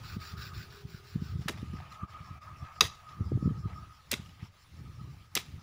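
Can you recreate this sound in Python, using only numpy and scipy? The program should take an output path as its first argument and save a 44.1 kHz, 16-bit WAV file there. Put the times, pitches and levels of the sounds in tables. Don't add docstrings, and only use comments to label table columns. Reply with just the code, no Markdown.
import sys
import numpy as np
from scipy import signal
from scipy.fft import rfft, irfft, next_fast_len
from scipy.io import wavfile
from scipy.ndimage import map_coordinates

SR = 44100
rng = np.random.default_rng(int(sys.argv[2]) if len(sys.argv) > 2 else 0)


def dump(signal):
    limited = np.clip(np.atleast_2d(signal).T, -1, 1)
    pcm = np.round(limited * 32767).astype(np.int16)
    wavfile.write(sys.argv[1], SR, pcm)


N = 247842
TIME = np.arange(N) / SR

# pitch_hz, relative_db
AIR_SPECTRUM = [(30, 10.5), (90, 18), (250, -6.5), (520, -3.5), (850, -0.5), (1700, -2), (3500, -4),
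                (5700, -8.5), (7400, -14), (8100, -18.5), (11000, -15.5), (13800, -25.5), (14900, -14),
                (16000, -9.5)]
TONE_SPECTRUM = [(450, -41.5), (620, -16), (850, -16.5), (990, -16), (1130, -7), (1260, 5.5), (1350, -11),
                 (1480, -29.5), (1650, -16.5), (2000, -28.5), (4000, -52.5)]
HISS_SPECTRUM = [(100, -19.5), (600, -32.5), (1000, -25), (1450, 11), (2000, -1), (2600, 3), (3050, -6),
                 (3800, 1.5), (4700, 3), (5700, -2), (6300, -21), (7100, -5.5), (8300, -24.5),
                 (13800, -20.5), (14900, -3.5), (16000, -4.5)]
CHIRR_SPECTRUM = [(3500, -26), (4500, -6), (5400, 3.5), (5900, -5.5), (6400, -18.5), (7300, -4),
                  (8200, -22)]
WIND_SPECTRUM = [(25, -29.5), (45, -15.5), (70, 3.5), (100, 3.5), (150, -3), (230, -16.5), (330, -22),
                 (500, -33), (900, -76.5)]
ECHO_SPECTRUM = [(100, -4.5), (700, -3), (2500, -8), (6000, -2), (8500, 1.5), (15000, -11)]
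SOIL_SPECTRUM = [(100, -14), (400, -17.5), (800, -5), (1300, -4), (2100, 3), (3700, 2.5), (5800, -3),
                 (7500, -4.5), (8200, -13), (9800, -6), (13600, -16.5), (14800, -6), (16000, -20)]

# time_s, level_db
AIR_LEVEL = [(0, -54), (2, -61), (5.62, -60)]
TONE_LEVEL = [(0, -55), (.4, -52.5), (.8, -67.5), (1.4, -58.5), (2.0, -52.5), (2.7, -52.5), (3.85, -55.5),
              (3.98, -66.5), (4.5, -66.5), (5.62, -67)]
MOTOR_SWELL = [(0, -5.5), (.45, -2), (.8, 1.5), (1.2, -2.5), (1.7, -11), (5.62, -85)]
HISS_LEVEL = [(0, -51.5), (.45, -48), (.82, -58), (1.3, -58.5), (1.7, -72.5), (5.62, -82.5)]
WIND_LEVEL = [(0, -46), (.33, -43), (.66, -54), (1.1, -53.5), (1.2, -42), (1.65, -44), (2.12, -62),
              (2.52, -47), (2.74, -60.5), (2.83, -42), (3.0, -73), (3.22, -38.5), (3.5, -42), (3.82, -41.5),
              (4.04, -71.5), (4.15, -45), (4.45, -56.5), (4.58, -75), (4.72, -51.5), (5.05, -43.5),
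              (5.28, -56), (5.55, -47.5)]

# time_s, depth_db, half_length_s
LULLS = [(0.184, 5.5, 0.0091), (0.365, 4, 0.0078), (0.856, 4, 0.018), (1.022, 2, 0.009), (2.068, 9, 0.013),
         (2.401, 12.5, 0.01), (3.625, 4, 0.018), (4.502, 6.5, 0.02), (5.291, 6, .018)]
# pitch_hz, level_db
MOTOR_TONES = [(366, -70), (402, -67.5), (437, -74)]
# time_s, centre_hz, level_db
RUSTLE_PATH = [(0, 3200, -104), (1.85, 2500, -67), (2.7, 2110, -66.5), (3.3, 2001, -75),
               (5.62, 1960, -75.5)]
# time_s, level_db, pitch_hz
BUFFETS = [(0.169, -24.5, 166), (0.34, -33, 131), (.562, -31.5, 99), (.853, -33, 109), (0.946, -36, 120),
           (1.161, -21.5, 148), (1.223, -26.5, 159), (1.358, -26.5, 133), (1.394, -27.5, 131),
           (1.46, -29, 147), (1.631, -27, 180), (1.738, -22.5, 150), (2.034, -27.5, 132),
           (2.209, -35.5, 107), (2.312, -33, 114), (2.629, -30, 96), (3.211, -21, 135), (3.32, -21, 285),
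           (3.356, -21, 113), (3.376, -24.5, 266), (3.428, -20.5, 190), (3.46, -18, 156),
           (3.477, -16.5, 179), (3.509, -20.5, 160), (3.66, -21, 127.8), (4.198, -31.5, 141.4),
           (4.43, -30, 113), (4.808, -33.5, 119), (5.014, -32.5, 121), (5.541, -33.5, 116)]
# start_s, level_db, length_s, tilt_db_per_octave
LUMPS = [(1.409, -55.5, .023, -4), (1.571, -49, 0.023, -11), (1.732, -57.5, 0.024, -7),
         (1.782, -54.5, 0.084, -10), (1.908, -57, 0.042, -2.5), (2.099, -60, 0.16, -7.5),
         (2.631, -55, 0.061, -9.5), (2.757, -52, 0.0077, -8), (3.672, -53.5, 0.067, -12.5)]
# delay_s, level_db, length_s, tilt_db_per_octave
CRUMB_FALLS = [(0.039, -55, .038, -8), (.085, -61.5, .11, -2.5), (0.278, -59, 0.068, -7)]
# pitch_hz, relative_db, ring_s (time to fade by 60 dB)
BLADE_TONES = [(1029, -12, .016), (1253, -7, .029), (1868, -13, .04), (2630, -9, .033), (3260, -11, .014),
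               (3520, -10, .03), (3815, -1, .026), (4810, -8, .022), (4990, -10, .02), (5753, -12, .032),
               (5980, -16, .04), (6540, -13, .032), (10320, -17, .02), (11360, -23, .019),
               (14630, -21, .06)]
# share_of_sink_time, relative_db, length_s, tilt_db_per_octave, pitch_ratio
CLOD_CRACKS = [(0.632, 1, 0.0013, -1, 0.9), (0.864, -5, .006, -1, .75), (0.978, -0.5, .003, -2.5, 1.15)]
# start_s, graze_db, bite_db, bite_length_s, tilt_db_per_octave, bite_hz, ring_db,
# sink_time_s, clod_db, clod_hz, thud_db, thud_hz, spill_db
BLOWS = [(1.483, -36.5, -27, 0.0052, -2.5, 1320, -60, .012, -34.5, 1370, -35.5, 304, -49.5),
         (2.8077, -70, -17, .004, 2, 3700, -5, .021, -34, 1610, -33, 404, -37),
         (4.1156, -34, -20, .0016, 7.5, 5460, -37.5, .024, -26.5, 3100, -33.5, 270, -50.5),
         (5.352, -64, -20, 0.0025, 8, 5700, -33, .0225, -24.5, 3000, -37.5, 400, -42.5)]


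def gain(db):
    return 10 ** (np.asarray(db) / 20)


def unit(x):
    return x / np.sqrt(np.mean(x ** 2))


def curve(rows):
    times, *columns = np.transpose(rows)
    return [np.interp(TIME, times, column) for column in columns]


def colour(x, spectrum, tilt_db=0):
    size = next_fast_len(len(x) + 2048, real=True) * 2
    octave = np.log2(np.maximum(np.arange(size // 2 + 1) * SR / size, 1))
    hz, db = np.transpose(spectrum)
    slope_db = tilt_db * np.clip(octave, np.log2(900), np.log2(9000))
    shape = unit(gain(np.interp(octave, np.log2(hz), db) + slope_db))
    cepstrum = irfft(np.log(shape))
    cepstrum[1:size // 2] *= 2
    cepstrum[size // 2 + 1:] = 0
    return irfft(rfft(x, size) * np.exp(rfft(cepstrum)))[:len(x)]


def noise(spectrum):
    return unit(colour(rng.standard_normal(N), spectrum))


def wander(rate_hz):
    steps = rng.standard_normal(N)
    return np.sqrt(3 / 2) * np.interp(TIME * rate_hz, np.arange(N), steps)


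def flutter(depth_db, rate_hz):
    return unit(gain(depth_db * wander(rate_hz)))


def swirl(x, spread_db, patch_hz=260, patch_s=.11):
    hz, s, spectrum = signal.stft(x, SR, nperseg=512)
    patches = np.meshgrid(hz / patch_hz, s / patch_s, indexing="ij")
    swells = map_coordinates(rng.standard_normal((256, 512)), patches, order=3, mode="nearest")
    return signal.istft(spectrum * unit(gain(spread_db * swells)), SR)[1][:N]


def add(track, start_s, sound):
    start = int(start_s * SR)
    track[start:start + len(sound)] += sound[:N - start]


def burst(t, length_s, rise_s):
    return (1 - np.exp(-t / rise_s)) * np.exp(-(t / (1.19 * length_s)) ** 2)


def lulls():
    return gain(-sum(db * np.exp(-.5 * ((TIME - s) / half_s) ** 2) for s, db, half_s in LULLS))


def still_air():
    level_db, = curve(AIR_LEVEL)
    return swirl(noise(AIR_SPECTRUM), spread_db=2.8, patch_hz=280, patch_s=.035) * gain(level_db)


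def airy_tone():
    level_db, = curve(TONE_LEVEL)
    tone = swirl(noise(TONE_SPECTRUM), spread_db=4.2, patch_hz=120, patch_s=.035)
    return tone * flutter(depth_db=2, rate_hz=14) * gain(level_db)


def motor(drift=.008, waver_db=3, waver_hz=14):
    swell_db, = curve(MOTOR_SWELL)
    clock = np.cumsum(1 + drift * wander(waver_hz)) / SR
    hum = np.zeros(N)
    for hz, db in MOTOR_TONES:
        level = gain(db + swell_db + waver_db * wander(waver_hz))
        hum += np.sqrt(2) * level * np.sin(2 * np.pi * hz * clock)
    return hum


def rustle(width_octaves=.24):
    hz, s, spectrum = signal.stft(rng.standard_normal(N), SR, nperseg=512)
    centre_hz, level_db = curve(RUSTLE_PATH)
    off_centre = np.log2((hz[:, None] + 1) / np.interp(s, TIME, centre_hz)) / width_octaves
    band = signal.istft(spectrum * np.exp(-.5 * off_centre ** 2), SR)[1][:N]
    return unit(swirl(band, spread_db=4.5, patch_hz=200, patch_s=.04)) * gain(level_db)


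def pulsing_hiss(first_s=.029, period_s=.168, gap_db=-18, chirr_end_db=-69):
    level_db, = curve(HISS_LEVEL)
    cycle = ((TIME - first_s) / period_s) % 1
    hiss_pulse = gain(gap_db) + np.interp(cycle, [0, .02, .3, .6, .78, .9], [0, .55, 1, 1, .4, 0])
    chirr_pulse = np.cos(np.pi * (cycle - .31)) ** 4
    rasp = flutter(depth_db=1.6, rate_hz=500)
    hiss = swirl(noise(HISS_SPECTRUM), spread_db=2.6, patch_hz=220, patch_s=.025) * gain(level_db)
    chirr = swirl(noise(CHIRR_SPECTRUM), spread_db=3)
    chirr_db = chirr_end_db + .24 * (level_db - level_db[-1]) + 1.2 * wander(rate_hz=8.9)
    return rasp * (hiss_pulse * hiss + chirr_pulse * chirr * gain(chirr_db))


def small_eddies(wind_db, count=40, above_wind_db=4, pitch_hz=120):
    moments = rng.integers(0, N, count)
    size, speed = rng.standard_normal((count, 2)).T
    levels_db = wind_db[moments] + above_wind_db + 1.5 * size
    return list(zip(TIME[moments], levels_db, pitch_hz * 2 ** (.17 * speed)))


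def wind(rumble_db=1.5, wake_db=-14.5, wake_delay_s=.0044, wake_s=.013, edge_db=-13.5):
    level_db, = curve(WIND_LEVEL)
    gusts = gain(level_db + rumble_db) * flutter(depth_db=3, rate_hz=14) * lulls()
    puffs = sum(gain(db + wake_db) * np.exp(-.5 * ((TIME - s - wake_delay_s) / wake_s) ** 2)
                for s, db, _ in BUFFETS)
    wake = unit(signal.sosfilt(signal.butter(3, 99, "high", fs=SR, output="sos"), noise(WIND_SPECTRUM)))
    out = (noise(WIND_SPECTRUM) * gusts + wake * puffs) * flutter(depth_db=2, rate_hz=45)
    t = TIME[:SR // 32] - 1 / 64
    for s, db, hz in BUFFETS + small_eddies(level_db):
        for part_db, part_hz in ((db, hz), (db + edge_db, hz * 1.75)):
            one_cycle = np.exp(-.5 * (t * part_hz / .35) ** 2)
            swing = np.sin(2 * np.pi * (part_hz * t + rng.random())) * one_cycle
            add(out, max(s + t[0], 0), gain(part_db) * swing)
    return signal.sosfilt(signal.butter(3, 52, "high", fs=SR, output="sos"), out)


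def garden_echo(x, near_db=-17, near_fade_s=.14, far_db=-21, far_fade_s=.3):
    t = TIME[:SR // 2]
    near, far = rng.standard_normal((2, len(t))) * (1 - np.exp(-t / .0051))
    near = colour(near * gain(-60 * t / near_fade_s), ECHO_SPECTRUM)
    far = colour(far * gain(-60 * t / far_fade_s), ECHO_SPECTRUM)
    far = signal.sosfilt(signal.butter(3, 6500, fs=SR, output="sos"), far)
    echo = (gain(near_db) * unit(near) + gain(far_db) * unit(far)) / np.sqrt(len(t))
    return x + signal.fftconvolve(x, echo)[:N]


def grit(length_s, tilt_db, spread_db, rise_s):
    t = TIME[:SR // 3]
    clicks = rng.standard_normal(len(t)) * gain(spread_db * np.minimum(rng.exponential(size=len(t)), 5))
    envelope = burst(t, length_s, rise_s)
    return unit(colour(clicks * envelope, SOIL_SPECTRUM, tilt_db)) * np.sqrt(np.mean(envelope ** 2))


def crumbs(spill_s=.029):
    out, falls = np.zeros(N), list(LUMPS)
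    for s, *_, sink_s, _, _, _, _, spill_db in BLOWS:
        falls.append((s + sink_s, spill_db, spill_s, 0))
        falls += [(s + delay_s, *fall) for delay_s, *fall in CRUMB_FALLS]
    for s, db, length_s, tilt_db in falls:
        if s < TIME[-1]:
            add(out, s, gain(db) * grit(length_s, tilt_db, spread_db=6.5, rise_s=.0029))
    return swirl(out, spread_db=4, patch_hz=370, patch_s=.013)


def thud(hz, length_s=.014):
    t = TIME[:SR // 6]
    low_band = signal.butter(2, [hz / 2, hz * 1.39], "band", fs=SR, output="sos")
    earth = signal.sosfilt(low_band, rng.standard_normal(len(t)))
    envelope = burst(t, length_s, rise_s=.00085)
    return unit(earth * envelope) * np.sqrt(np.mean(envelope ** 2))


def crack(length_s, tilt_db, hz, body_db=5):
    snaps = grit(length_s, tilt_db, spread_db=1.5, rise_s=.0002)
    body = signal.lfilter(*signal.iirpeak(hz, Q=7, fs=SR), snaps)
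    return unit(snaps + gain(body_db) * body) * snaps.std()


def clink(rise_s=.00091, free_s=.0081, choked_gain=.35):
    t = TIME[:SR // 6]
    ring = sum(gain(db - 60 * t / ring_s) * np.sin(2 * np.pi * (hz * t + rng.random()))
               for hz, db, ring_s in BLADE_TONES)
    grip = choked_gain + (1 - choked_gain) * np.exp(-(t / free_s) ** 4)
    return ring * grip * (1 - np.exp(-t / rise_s))


def hoe(graze_lead_s=.003, slice_delay_s=.0025, thud_delay_s=.009):
    out = np.zeros(N)
    for (s, graze_db, bite_db, bite_s, tilt_db, bite_hz, ring_db,
         sink_s, clod_db, clod_hz, thud_db, thud_hz, _) in BLOWS:
        dull_tilt_db = tilt_db - 7.5
        add(out, s - graze_lead_s, gain(graze_db) * crack(.006, dull_tilt_db, bite_hz))
        add(out, s, gain(bite_db) * crack(bite_s, tilt_db, bite_hz))
        add(out, s, gain(ring_db) * clink())
        add(out, s + slice_delay_s, gain(bite_db - 11) * crack(.0086, dull_tilt_db, hz=1926))
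        add(out, s + slice_delay_s, gain(ring_db - 12) * clink())
        for share, db, length_s, clod_tilt_db, ratio in CLOD_CRACKS:
            break_s = s + share * sink_s
            add(out, break_s, gain(clod_db + db) * crack(length_s, clod_tilt_db, clod_hz * ratio))
            add(out, break_s, gain(clod_db + db - 4) * clink())
        add(out, s + thud_delay_s, gain(thud_db) * thud(thud_hz))
    return out


def scene():
    digging = garden_echo(hoe() + crumbs())
    rumble = wind()
    background = (airy_tone() + still_air() + pulsing_hiss() + rustle()) * lulls()
    return (digging + rumble + background + motor())[None]


def record(dry, top_hz=15450):
    return signal.sosfilt(signal.ellip(8, .2, 70, top_hz, fs=SR, output="sos"), dry)


dry = scene()
out = record(dry)
dump(out)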